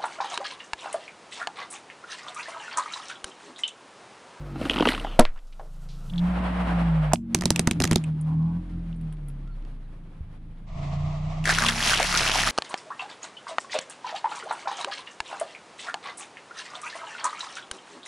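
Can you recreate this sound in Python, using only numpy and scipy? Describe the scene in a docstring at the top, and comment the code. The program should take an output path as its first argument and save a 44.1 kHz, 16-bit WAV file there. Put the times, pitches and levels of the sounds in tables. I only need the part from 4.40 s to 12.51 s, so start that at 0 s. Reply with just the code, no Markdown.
"""A car creeps over things on asphalt, close by, its engine booming below. A plastic bottle buckles and
creaks, gas whistles into the balloon on its neck, and at 0.8 s the balloon bursts and sprays drink.
From 2.7 s paint tubs split and thump the tyre. From 3.8 s the car rolls off: rubber scuffs and squeaks,
grit pops under the tread. From 7 s empty eggshells crunch in a dense run of small fractures."""
import sys
import numpy as np
from scipy import signal
from scipy.fft import rfft, irfft
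from scipy.io import wavfile
from scipy.ndimage import uniform_filter1d

SR = 44100
rng = np.random.default_rng(int(sys.argv[2]) if len(sys.argv) > 2 else 0)


def int16_out(signal):
    """Quantize to a 16-bit WAV file."""
    q = np.round(np.clip(np.atleast_2d(signal).T, -1, 1) * 32767)
    wavfile.write(sys.argv[1], SR, q.astype(np.int16))


N = 357651
TIME = np.arange(N) / SR
BURST_S = .7921


def bottle():
    """The wall buckles in steps: two rings, a crack and the hollow body, over a fine crackle."""
    # buckles: t/s, level/dB, low ring f/Hz, sharpness (high ring re low)/dB
    creaks = [(0.158, -28.5, 800, -17.5), (0.213, -23, 473, -12.5), (0.241, -34, 495, -8.5),
              (0.253, -21, 1300, -9.5), (0.267, -26.5, 492, -9), (0.2964, -21.5, 1450, 13.5),
              (0.308, -24, 507, 7), (0.315, -29, 600, 6), (0.334, -30.5, 624, 7.5), (0.341, -28, 1200, 0.5),
              (0.36, -19.5, 1000, -3), (.368, -31.5, 1100, 12), (0.3803, -19, 1000, -9),
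              (.386, -27, 900, 7.5), (0.398, -17.5, 900, -9.5), (0.406, -12, 450, -7.5),
              (0.424, -12, 926, -10.5), (0.454, -11.5, 1110, -6), (0.472, -11, 470, -2),
              (0.487, -10, 1850, -2.5), (0.519, -24, 940, -3.5), (0.536, -24, 720, -4),
              (0.548, -26, 1420, 7), (0.577, -24.5, 1150, -7), (0.597, -40, 447, 15),
              (0.647, -17.5, 790, -22), (0.669, -27, 687, -24)]
    # crackle envelope: t/s, level/dB
    creep = [(.1, -76), (.21, -42.5), (.3, -43.5), (.44, -43.5), (.49, -27), (.57, -43), (.66, -51.5)]
    # crackle spectrum: f/Hz, density/dB
    wall = [(200, -3), (400, 0), (1200, -7), (2000, -1), (2900, -9), (4200, -7), (6500, -24.5),
            (9500, -14.5), (15000, -25)]
    wall_hz = 2883
    out = envelope(creep) * crackle(wall, rate_hz=190, scatter_db=2.7, side=.28, pole=.92)
    for s, db, low_hz, sharp_db in creaks:
        high_hz = wall_hz * (1 + .04 * rng.standard_normal())
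        low = snap(low_hz, .69 * low_hz, .026) + .5 * ring(2 * low_hz, .005, length_s=.15)
        high = undb(sharp_db) * snap(high_hz, .28 * high_hz, .019)
        crack = undb(-17 + 3.3 * min(sharp_db, 2)) * snap(8000, 9000, .028)
        body = snap(280, 150, .057) + .65 * ring(250 + 15 * rng.standard_normal(), .07, length_s=.15)
        body_db = 10.5 - 41 * s  # stiffens and booms less as pressure builds
        add(out, s, low + high + crack + undb(body_db) * body, db, .83 * rng.standard_normal())
        for late, size, pitch in rng.random((4, 3)):
            slip = snap(wall_hz * (.93 + .14 * pitch), 300, .02, length_s=.03)
            add(out, s - .019 * np.log(late + .051), slip, db - 21 - 8 * size)
    return out


def balloon():
    """The skin tears: two swings of air, a crack, a ringing cavity; the wave sways the microphone."""
    # cavity modes: f/Hz, level/dB, t60/s
    modes = [(240, 6, 0.067), (338, -5, 0.1), (478, -4.5, 0.099), (610, -2.5, 0.11)]
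    cavity_s = BURST_S + .0034
    out = np.zeros((2, N))
    add(out, BURST_S, -ring(680, .016), 6)
    add(out, BURST_S + .00287, 1.3 * ring(800, .0098) - ring(330, .0065), -1)
    add(out, cavity_s, snap(900, 700, .081), -8)
    add(out, cavity_s, sum(undb(db) * ring(hz, t60_s) for hz, db, t60_s in modes), -9)
    add(out, BURST_S + .0026, snap(9000, 7000, .015), -4, pan_db=-9)  # crack of the skin
    add(out, BURST_S + .002, snap(3200, 2500, .0084), -9)
    add(out, BURST_S, snap(2200, 3000, .12), -24)
    sway = -ring(11, .4, length_s=.73)[int(.014 * SR):]
    add(out, BURST_S, sway, -4)
    return out


def tubs():
    """Each tub splits with a ring, a crack, a hollow pop and a spit of paint; the tyre drops and rings."""
    # splits: t/s, level/dB, ring f/Hz, relative crack/dB, relative thump/dB
    splits = [(2.734, -4, 700, -5, -12), (2.9465, -12.5, 2650, 8, -5), (2.979, -45, 5600, 5, -1),
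              (2.9875, -39, 5600, 5.5, 6.5), (3.0102, -27, 3600, 6.5, -5), (3.0208, -23, 1630, -1, -2),
              (3.0362, -26, 1920, -1.5, -1), (3.0558, -15, 3360, 8, -6), (3.1045, -10, 5100, 5, -5),
              (3.1604, -14.5, 2540, 0, -22), (3.1938, -13.5, 2600, 6, -5.5), (3.2729, -15.5, 2320, 5.5, 3),
              (3.311, -15.5, 2250, 5, -6.5), (3.4023, -15.5, 2470, 3, -1.5), (3.4133, -23, 1544, -4, 0),
              (3.4203, -17, 4030, 1, -14), (3.4383, -16.5, 2140, 2, -20), (3.441, -15.5, 1470, 4.5, -5),
              (3.4522, -19.5, 1700, 4, -8), (3.475, -25.5, 2330, 2, -9), (3.512, -16.5, 1770, 5.5, 0),
              (3.5214, -22, 3200, -4, 2), (3.5305, -20, 2420, 0, -3), (3.5583, -9.5, 4030, -2, -6)]
    # tyre modes: f/Hz, level/dB, t60/s
    tyre_modes = [(110, -9, 0.11), (168.1, -4, 0.12), (228, 2, 0.065), (340, -4, 0.057)]
    out = np.zeros((2, N))
    for s, db, hz, crack_db, thump_db in splits:
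        wall = snap(hz, .53 * hz, .0082)
        crack = 1.02 * snap(8500 + 116 * db, 9000, .011) - .34 * click(hz, .0018)  # weaker is duller
        pop = undb(-3 + .61 * thump_db) * snap(760, 809, .027)
        spit = .09 * snap(3000, 3800, .05) + .06 * snap(9500, 6000, .055)
        pan_db = 5.5 * (s - 3.6)  # the tyre rolls from right to centre
        add(out, s, wall + pop + undb(crack_db) * (crack + spit), db, pan_db)
        thump = 0
        for mode_hz, mode_db, t60_s in tyre_modes:
            gain = undb(mode_db + 2 * rng.standard_normal())
            thump += gain * ring(mode_hz * (1 + .06 * rng.standard_normal()), t60_s)
        add(out, s + .0019, thump, db + thump_db, pan_db=-1.5)
        for late, size, pitch in rng.random((5, 3)):
            fleck = snap(1500 * 6 ** pitch, 4000, .0061, length_s=.03)
            add(out, s + .016 * (.5 + late), fleck, db - 26.5 + 6 * size, pan_db=-3)
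    return out


def eggshells():
    """Thin shells fracture in swells; each larger crack sheds shards that ring near its pitch."""
    # larger cracks: t/s, level/dB, ring f/Hz
    cracks = [(7.041, -27, 2730), (7.055, -13.5, 1850), (7.075, -15, 1600), (7.091, -21.5, 735),
              (7.092, -13, 1610), (7.099, -11, 1770), (7.104, -16, 1630), (7.109, -15, 1550),
              (7.149, -16.5, 2940), (7.185, -9.5, 1410), (7.221, -14, 1490), (7.237, -12.5, 1440),
              (7.247, -16, 1170), (7.264, -10, 3040), (7.285, -9, 2980), (7.2892, -12, 1690),
              (7.299, -18, 1450), (7.354, -25, 2520), (7.404, -19, 1750), (7.426, -16, 3000),
              (7.475, -12, 3075), (7.49, -20, 3330), (7.501, -18, 2870), (7.511, -15, 1560),
              (7.522, -17, 1210), (7.532, -13, 1480), (7.539, -13.5, 2700), (7.547, -23, 2000),
              (7.574, -13, 2950), (7.6, -13, 680), (7.621, -22, 1500), (7.628, -12.5, 2200),
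              (7.692, -21, 1300), (7.712, -23, 1300), (7.725, -19, 1240), (7.741, -16, 1290),
              (7.758, -19, 1440), (7.774, -11, 5750), (7.785, -17, 4300), (7.807, -23, 1830),
              (7.828, -21, 2320), (7.851, -19, 1340), (7.876, -14, 2930), (7.897, -18, 2980),
              (7.915, -15, 2800), (7.956, -14, 820), (7.992, -17, 1990), (8.002, -17, 2800),
              (8.034, -14.5, 1770), (8.074, -13, 1385)]
    # crackle envelope: t/s, level/dB
    crunch = [(7.04, -48), (7.06, -33.5), (7.1, -26.5), (7.15, -31.5), (7.28, -29.5), (7.34, -33),
              (7.46, -25.5), (7.49, -24.5), (7.545, -27), (7.565, -28), (7.69, -29), (7.76, -25),
              (8.11, -26)]
    # crackle spectrum: f/Hz, density/dB
    spectrum = [(180, -31), (300, -12), (405, -50), (634, -7), (814, -6.5), (2610, -6), (3640, -10.5),
                (5700, -9.5), (8360, -18.5), (9880, -11), (13000, -24.5), (16500, -15)]
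    onset_s, shards_s, end_s = crunch[0][0], crunch[1][0], TIME[-1]
    crunch_db = curves(crunch)[0] + 1.1 * walk(25)
    fractures = crackle(spectrum, rate_hz=400, scatter_db=2.8, side=.37, pole=.94)
    out = (TIME > onset_s) * undb(crunch_db) * fractures
    for s, db, hz in cracks:
        shell = snap(hz, .38 * hz, .012) + .38 * click(hz, .0053)
        edge = .55 * snap(5100, 5210, .019) + .19 * snap(9500, 2000, .015)
        add(out, s, shell + edge, db, 2 * rng.standard_normal())
        for late, size, pitch in rng.random((5, 3)):
            shard_hz = hz * (.8 + .4 * pitch)
            shard = snap(shard_hz, .16 * shard_hz, .02, length_s=.04)
            add(out, np.clip(s + .022 * (2 * late - .6), shards_s, end_s), shard, db - 10.5 - 9 * size)
    for when, size, pitch, place in rng.random((220, 4)):
        s = shards_s + when * (end_s - shards_s)
        splinter_db = np.interp(s, TIME, crunch_db) + 9.5 - 3.5 * np.log(size + .06)
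        add(out, s, click(1300 * 4.5 ** pitch, .0022), splinter_db, 6 * (place - .5))
    return out


def spray():
    """Spilt drink fizzes; drops land as broad splats."""
    # fizz envelope: t/s, level/dB
    fizz = [(.9, -71), (1.1, -67), (1.5, -63.5), (1.72, -59), (1.95, -66)]
    # splats: t/s, level/dB, centre f/Hz, t60/s
    drops = [(0.808, -23, 4770, 0.024), (0.824, -29, 2200, 0.02), (0.8524, -14, 2670, 0.0026),
             (0.851, -26, 1710, 0.14), (0.852, -19, 900, 0.0068), (0.96, -43, 1142, 0.051),
             (.975, -43.5, 1500, 0.046), (.989, -48, 2490, 0.027), (1.07, -54, 5000, 0.11),
             (1.125, -47, 2920, 0.061), (1.488, -45.5, 3984, 0.4)]
    out = envelope(fizz) * undb(1.4 * walk(34.6))
    out = out * colour(wide(.077), [(2500, -2), (5000, -3.5), (10000, -4), (15500, -3)])
    for s, db, hz, t60_s in drops:
        add(out, s, snap(hz, .79 * hz, t60_s, length_s=.3), db, 2.7 * rng.standard_normal())
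    return out


def gas_leak():
    """Gas whistles into the balloon: a narrow, falling band of noise."""
    # whistle: t/s, level/dB, f/Hz
    leak = [(.64, -44.5, 3300), (.69, -46.5, 3170), (.76, -46, 2870), (.785, -56, 2800)]
    _, hz = curves(leak)
    return envelope(leak) * smooth_noise(N, 50) * np.sin(2 * np.pi * np.cumsum(hz) / SR)


def grit():
    """Small things tick and grains pop under the rolling tread."""
    # ringing ticks: t/s, level/dB, f/Hz, t60/s
    ticks = [(1.195, -30.5, 840, 0.045), (1.209, -36.5, 548, 0.29), (1.698, -39, 3300, 0.026),
             (1.736, -36, 3200, 0.015), (1.758, -41, 3300, .02), (1.78, -24.5, 3460, 0.016),
             (1.784, -35, 4250, 0.013), (1.792, -34, 3400, 0.025), (2.714, -28.5, 775, 0.079),
             (2.721, -21.5, 905, 0.018), (3.639, -33.5, 8700, 0.021), (3.639, -33, 2520, 0.032),
             (3.811, -37, 9370, 0.033), (4.527, -46, 2920, 0.017), (4.56, -57, 9500, 0.095),
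             (4.612, -51, 10090, 0.038), (4.725, -46.5, 9840, 0.061), (4.883, -41, 10400, 0.072)]
    # clearest grains: t/s
    pops_s = [4.296, 4.612, 4.725, 4.77, 4.885, 4.9, 5.075, 5.223, 5.25]
    out = np.zeros((2, N))
    for s, db, hz, t60_s in ticks:
        add(out, s, snap(hz, 340 + .17 * hz, t60_s, length_s=.3), db, 2.7 * rng.standard_normal())
    for when, size, pitch in rng.random((400, 3)):
        grain = snap(1700 * 2.2 ** pitch, 1800, .012, length_s=.02)
        add(out, 3.6 + 2.6 * when, grain, -69 - 5.5 * np.log(size + .075) - 7 * when)
    for s in pops_s:
        add(out, s, snap(2500, 2600, .018, length_s=.02), -52 + 2 * rng.standard_normal())
    return out


def rubber():
    """The tyre scuffs and squeaks thinly as the car pulls away."""
    # scuff envelope: t/s, level/dB
    scuff = [(3.78, -62), (3.84, -49.5), (4.18, -51), (4.23, -68)]
    # squeaks: t/s, length/s, level/dB, f/Hz
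    squeaks = [(4.12, 0.054, -59, 1500), (4.3, 0.054, -62, 1360), (4.875, .04, -61, 1370),
               (5.054, .085, -58.5, 1366), (5.109, .045, -70, 4270), (5.427, .04, -73, 3950)]
    spectrum = [(550, -14.5), (750, 3), (1100, 4), (1250, -16.5), (1500, -11.5), (1700, -29.5)]
    out = envelope(scuff) * undb(5 * walk(30)) * colour(wide(.4), spectrum)
    for s, length_s, db, hz in squeaks:
        t = np.arange(int(length_s * SR)) / SR
        phase = 2 * np.pi * hz * np.cumsum(1 + .03 * smooth_noise(len(t), 150)) / SR
        add(out, s, np.sqrt(np.sin(np.pi * t / length_s)) * np.sin(phase), db)
    return out


def knocks():
    """Two dull knocks on the microphone's housing."""
    # knocks: t/s, level/dB, f/Hz, t60/s
    thuds = [(5.807, -25.5, 75, 0.13), (6.359, -35, 16, 0.45)]
    out = np.zeros((2, N))
    for s, db, hz, t60_s in thuds:
        add(out, s, ring(hz, t60_s, length_s=.6), db)
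    return out


def engine():
    """A wavering firing tone; its overtones boom where they pass the exhaust resonance."""
    # one table per stretch: t/s, firing f/Hz, tone/dB, boom/dB
    stretches = [
        [(0, 50.6, -39, -42.5), (.2, 44.93, -43, -34.5), (.7, 30, -31.5, -64), (1.01, 22.46, -40, -76),
         (1.2, 24.57, -39, -61.5), (1.44, 26.78, -36.5, -47.5), (1.8, 26.96, -34.5, -39),
         (1.97, 27.05, -54, -51)],
        [(1.7, 56.8, -51, -57), (1.73, 57.3, -50, -31.5), (1.83, 58.46, -37, -22.5), (1.9, 60.6, -30.5, -26),
         (2.15, 60.36, -31, -30), (2.47, 56.03, -28, -19.5), (2.72, 49.94, -30, -25.5), (2.76, 49.2, -49, -45)],
        [(2.76, 47.7, -45, -43.5), (3.11, 42.63, -56, -29), (3.81, 38.3, -45.5, -26), (4.0, 39.24, -43, -24.5),
         (4.17, 42.54, -38.5, -25), (4.26, 43.55, -36.5, -39.5), (4.36, 42.5, -34, -33),
         (4.45, 41.95, -35.5, -38.5), (4.52, 40.9, -36, -31.5), (4.63, 40.67, -37, -32),
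         (4.9, 35.5, -35, -39.5), (4.96, 35.26, -36, -39.5), (5.2, 31.54, -33, -50.5), (5.74, 26, -43.5, -47),
         (6.3, 27.2, -39.5, -45)],
        [(6.3, 26.94, -33, -42), (6.42, 28.2, -38.5, -34), (6.52, 28.7, -36, -29), (7.14, 32.7, -34, -31.5),
         (7.4, 34.77, -38, -38.5), (8.11, 34.62, -35.5, -41)],
    ]
    # one row per stretch: weight/dB of multiples 2 to 8 of the firing rate
    overtones = [
        [-1.5, -4, -5.5, 3, -6, -3, -10.5],
        [-39.5, 4.5, -25, -13, -17.5, -28, -30],
        [-0.5, -8, 2, -9.5, -10, -5.5, -20],
        [1, 7, -1.5, 1.5, -5.5, -15, -20.5],
    ]
    # boom per stretch: left minus right/dB
    pans_db = [0, -0.53, -.25, -1.4]
    exhaust_hz, exhaust_width_hz = 154, 23
    out = np.zeros((2, N))
    for table, weights_db, pan_db in zip(stretches, overtones, pans_db):
        hz, tone_db, boom_db = curves(table)
        phase = 2 * np.pi * np.cumsum(hz * (1 + .007 * walk(14) + .006 * walk(25))) / SR
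        boom, power = 0, 0
        for k, db in enumerate(weights_db, start=2):
            resonance = .15 + 1 / (1 + ((k * hz - exhaust_hz) * 2 / exhaust_width_hz) ** 2)
            gain = resonance * undb(db + 2.2 * walk(8) + .5 * k * walk(30))  # higher ones flutter more
            boom += gain * np.sin(k * phase + rng.uniform(0, 2 * np.pi))
            power += gain ** 2
        boom *= undb(boom_db + 1.7 * walk(22)) / np.sqrt(power)
        out += np.sqrt(2) * during(table) * (undb(tone_db) * np.sin(phase) + pan(pan_db) * boom)
    return out


def tyre_hum():
    """The air in the loaded tyre hums at its cavity resonance."""
    # one envelope per hum: t/s, level/dB
    hums = [
        [(2.74, -35), (2.81, -31), (2.96, -32)],
        [(7.14, -75), (7.22, -34.5), (7.7, -56.5), (8.11, -47)],
    ]
    cavity_hz = 231
    level = sum(envelope(table) * undb(3.1 * walk(28)) for table in hums)
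    return np.sqrt(2) * level * np.sin(2 * np.pi * cavity_hz * TIME)


def road_roar():
    """Engine bay and road roar over a low rumble; both flicker a little."""
    # one envelope per stretch: t/s, level/dB
    stretches = [
        [(0, -47.5), (.12, -47), (.3, -38.5), (.5, -41.5), (.75, -46.5), (1.05, -64.5), (1.72, -54.5)],
        [(1.72, -54), (1.79, -46.5), (1.87, -36), (2.0, -33.5), (2.4, -33.5), (2.75, -41.5)],
        [(2.75, -53.5), (3.1, -48), (3.5, -44.5), (3.72, -55.5), (6.27, -62)],
        [(6.27, -54.5), (6.33, -50), (6.4, -42), (7.03, -43.5)],
    ]
    # one roar spectrum per stretch: f/Hz, density/dB
    spectra = [
        [(260, -33), (450, -3.5), (523, -4), (1090, -9), (1360, -7), (1630, -15), (7360, -33), (16000, -32.5)],
        [(260, -43), (450, -12), (644, -4), (1220, -10), (2870, -21.5), (6630, -45.5), (9630, -39.5),
         (13600, -54), (16000, -93)],
        [(260, -32.5), (450, 2.5), (1180, -4.5), (1380, -6), (1530, -7), (3500, -16), (5500, -26), (7500, -30),
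         (10500, -22), (14000, -44.5)],
        [(260, -55), (450, -17), (568, -16), (652, -3), (882, -13.5), (1150, -10.5), (1570, -30.5), (2010, -20),
         (7320, -36.5), (12000, -57), (15600, -96.5), (22000, -120)],
    ]
    # per stretch: rumble re roar/dB
    rumbles_db = [-0.5, -5, 8, -5.5]
    dip_s, hold_s, return_s = 2.75, .046, .14  # the roar dips after the first tub
    dip_db = -18.5 * (TIME > dip_s) * np.clip(1 - (TIME - dip_s - hold_s) / return_s, 0, 1)
    rumble = colour(wide(.12), [(12, -4), (40, -5.5), (120, 5), (300, 1), (480, -17.5)])
    out = np.zeros((2, N))
    for table, spectrum, rumble_db in zip(stretches, spectra, rumbles_db):
        if table is stretches[-1]:  # holds to the end
            table = [*table, (N / SR + 1, table[-1][1])]
        low = undb(rumble_db + 2 * walk(17)) * rumble
        roar = undb(dip_db + 1.8 * walk(40)) * colour(wide(.68), spectrum)
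        out += envelope(table) * (low + roar)
    return out


def crackle(spectrum, rate_hz, scatter_db, side, pole):
    """Surging fractures: broad ticks over a hiss of dust; each size of piece rings in its own band."""
    chance = undb(2 * walk(60)) * rate_hz / SR
    ticks, *pieces = (
        (rng.random(N) < chance) * undb(scatter_db * np.minimum(rng.exponential(size=N), 3.5))
        for _ in range(11))
    out = 0
    for hz, piece in zip(500 * 2. ** np.arange(0, 5, .5), pieces):
        grains = signal.lfilter([1], [1, -pole], piece + .5 * ticks + .015) * wide(side)
        out += unit(signal.lfilter(*signal.iirpeak(hz, 3, SR), grains)) * np.sqrt(hz)
    return colour(out, spectrum)


def snap(hz, width_hz, t60_s, length_s=.15):
    """A noise burst through a steep resonance, mid peak 1; wider in stereo the higher it is."""
    t = np.arange(int(length_s * SR)) / SR
    b, a = signal.iirpeak(hz, hz / min(width_hz, 1.8 * hz), SR)
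    burst = wide(.13 + hz / 20000, len(t)) * 1000. ** (-t / t60_s) * (1 - np.exp(-t / .00013))
    x = signal.lfilter(b, a, signal.lfilter(b, a, burst))
    return x / np.abs(x.mean(axis=0)).max()


def ring(hz, t60_s, length_s=.3):
    """A struck mode."""
    t = np.arange(int(length_s * SR)) / SR
    return np.sin(2 * np.pi * hz * t) * 1000. ** (-t / t60_s)


def click(hz, t60_s):
    """A bare fracture: one heavily damped mode, peak 1."""
    x = ring(hz, t60_s, length_s=.15)
    return x / np.abs(x).max()


def wide(side, n=N):
    """Stereo noise, alike left and right but for a side share."""
    mid, difference = rng.standard_normal((2, n))
    return mid + side * difference * np.array([[1], [-1]])


def colour(x, spectrum):
    """Filter x by (f/Hz, gain/dB) points; rms 1."""
    hz, db = np.transpose(spectrum)
    log_hz = np.log(np.arange(N // 2 + 1) * SR / N + 1)
    gain = undb(np.interp(log_hz, np.log(hz), db, left=-90, right=-90))
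    return unit(irfft(rfft(x) * gain, N))


def smooth_noise(n, span):
    """Noise averaged over span samples; rms 1."""
    return unit(uniform_filter1d(rng.standard_normal(n), span))


def walk(rate_hz):
    """Random held levels, slewed twice; spread near 1."""
    hold = int(SR / rate_hz)
    steps = np.repeat(rng.standard_normal(N // hold + 1), hold)
    return 1.3 * uniform_filter1d(uniform_filter1d(steps, hold), hold)[:N]


def curves(table):
    """Columns of a table along time."""
    s, *columns = np.transpose(table)
    return [np.interp(TIME, s, column) for column in columns]


def during(table):
    """1 from the first row to the last, with 20 ms fades."""
    return np.clip(np.minimum(TIME - table[0][0], table[-1][0] - TIME) / .02 + .5, 0, 1)


def envelope(table):
    """Gated amplitude from (t/s, level/dB) rows."""
    return during(table) * undb(curves(table)[0])


def undb(db):
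    return 10 ** (np.asarray(db) / 20)


def unit(x):
    return x / np.sqrt(np.mean(x ** 2))


def pan(db):
    """Stereo gains, left over right by db."""
    return undb([[db / 2], [-db / 2]])


def add(out, s, x, db, pan_db=0.):
    i = int(s * SR)
    out[:, i:i + x.shape[-1]] += undb(db) * pan(pan_db) * x[..., :N - i]


def scene():
    """Ground and car body scatter the hits into a short tail; engine, hum and roar lie below."""
    hits = bottle() + balloon() + tubs() + eggshells()
    hits += spray() + gas_leak() + grit() + rubber() + knocks()
    t = np.arange(6000) / SR
    tail = rng.standard_normal((2, len(t))) * 1000. ** (-t / .14)
    tail = signal.lfilter(*signal.butter(1, 700, "high", fs=SR), tail)
    scattered = undb(-47.5) * signal.fftconvolve(hits, tail, axes=1)[:, :N]
    out = hits + scattered + engine() + tyre_hum() + road_roar()
    # nearly mono until 1.66 s, but for the crack of the tearing skin
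    width = np.clip(.04 + (TIME - 1.66) / .05, .04, 1)
    width[(TIME > BURST_S) & (TIME < BURST_S + .015)] = 1
    mid = out.mean(axis=0)
    return mid + width * (out - mid)


def record(dry):
    """The microphone port dulls all above its resonance; peaks are rounded and the top is cut."""
    port_hz, port_q, top_hz = 10850, .78, 16300
    w = 2 * np.pi * port_hz
    port = signal.lfilter(*signal.bilinear([w * w], [1, w / port_q, w * w], SR), dry)
    rounded = np.tanh(1.036 * port) / 1.035
    return signal.sosfilt(signal.ellip(8, .2, 80, top_hz, fs=SR, output="sos"), rounded)


dry = scene()
out = record(dry)
int16_out(out)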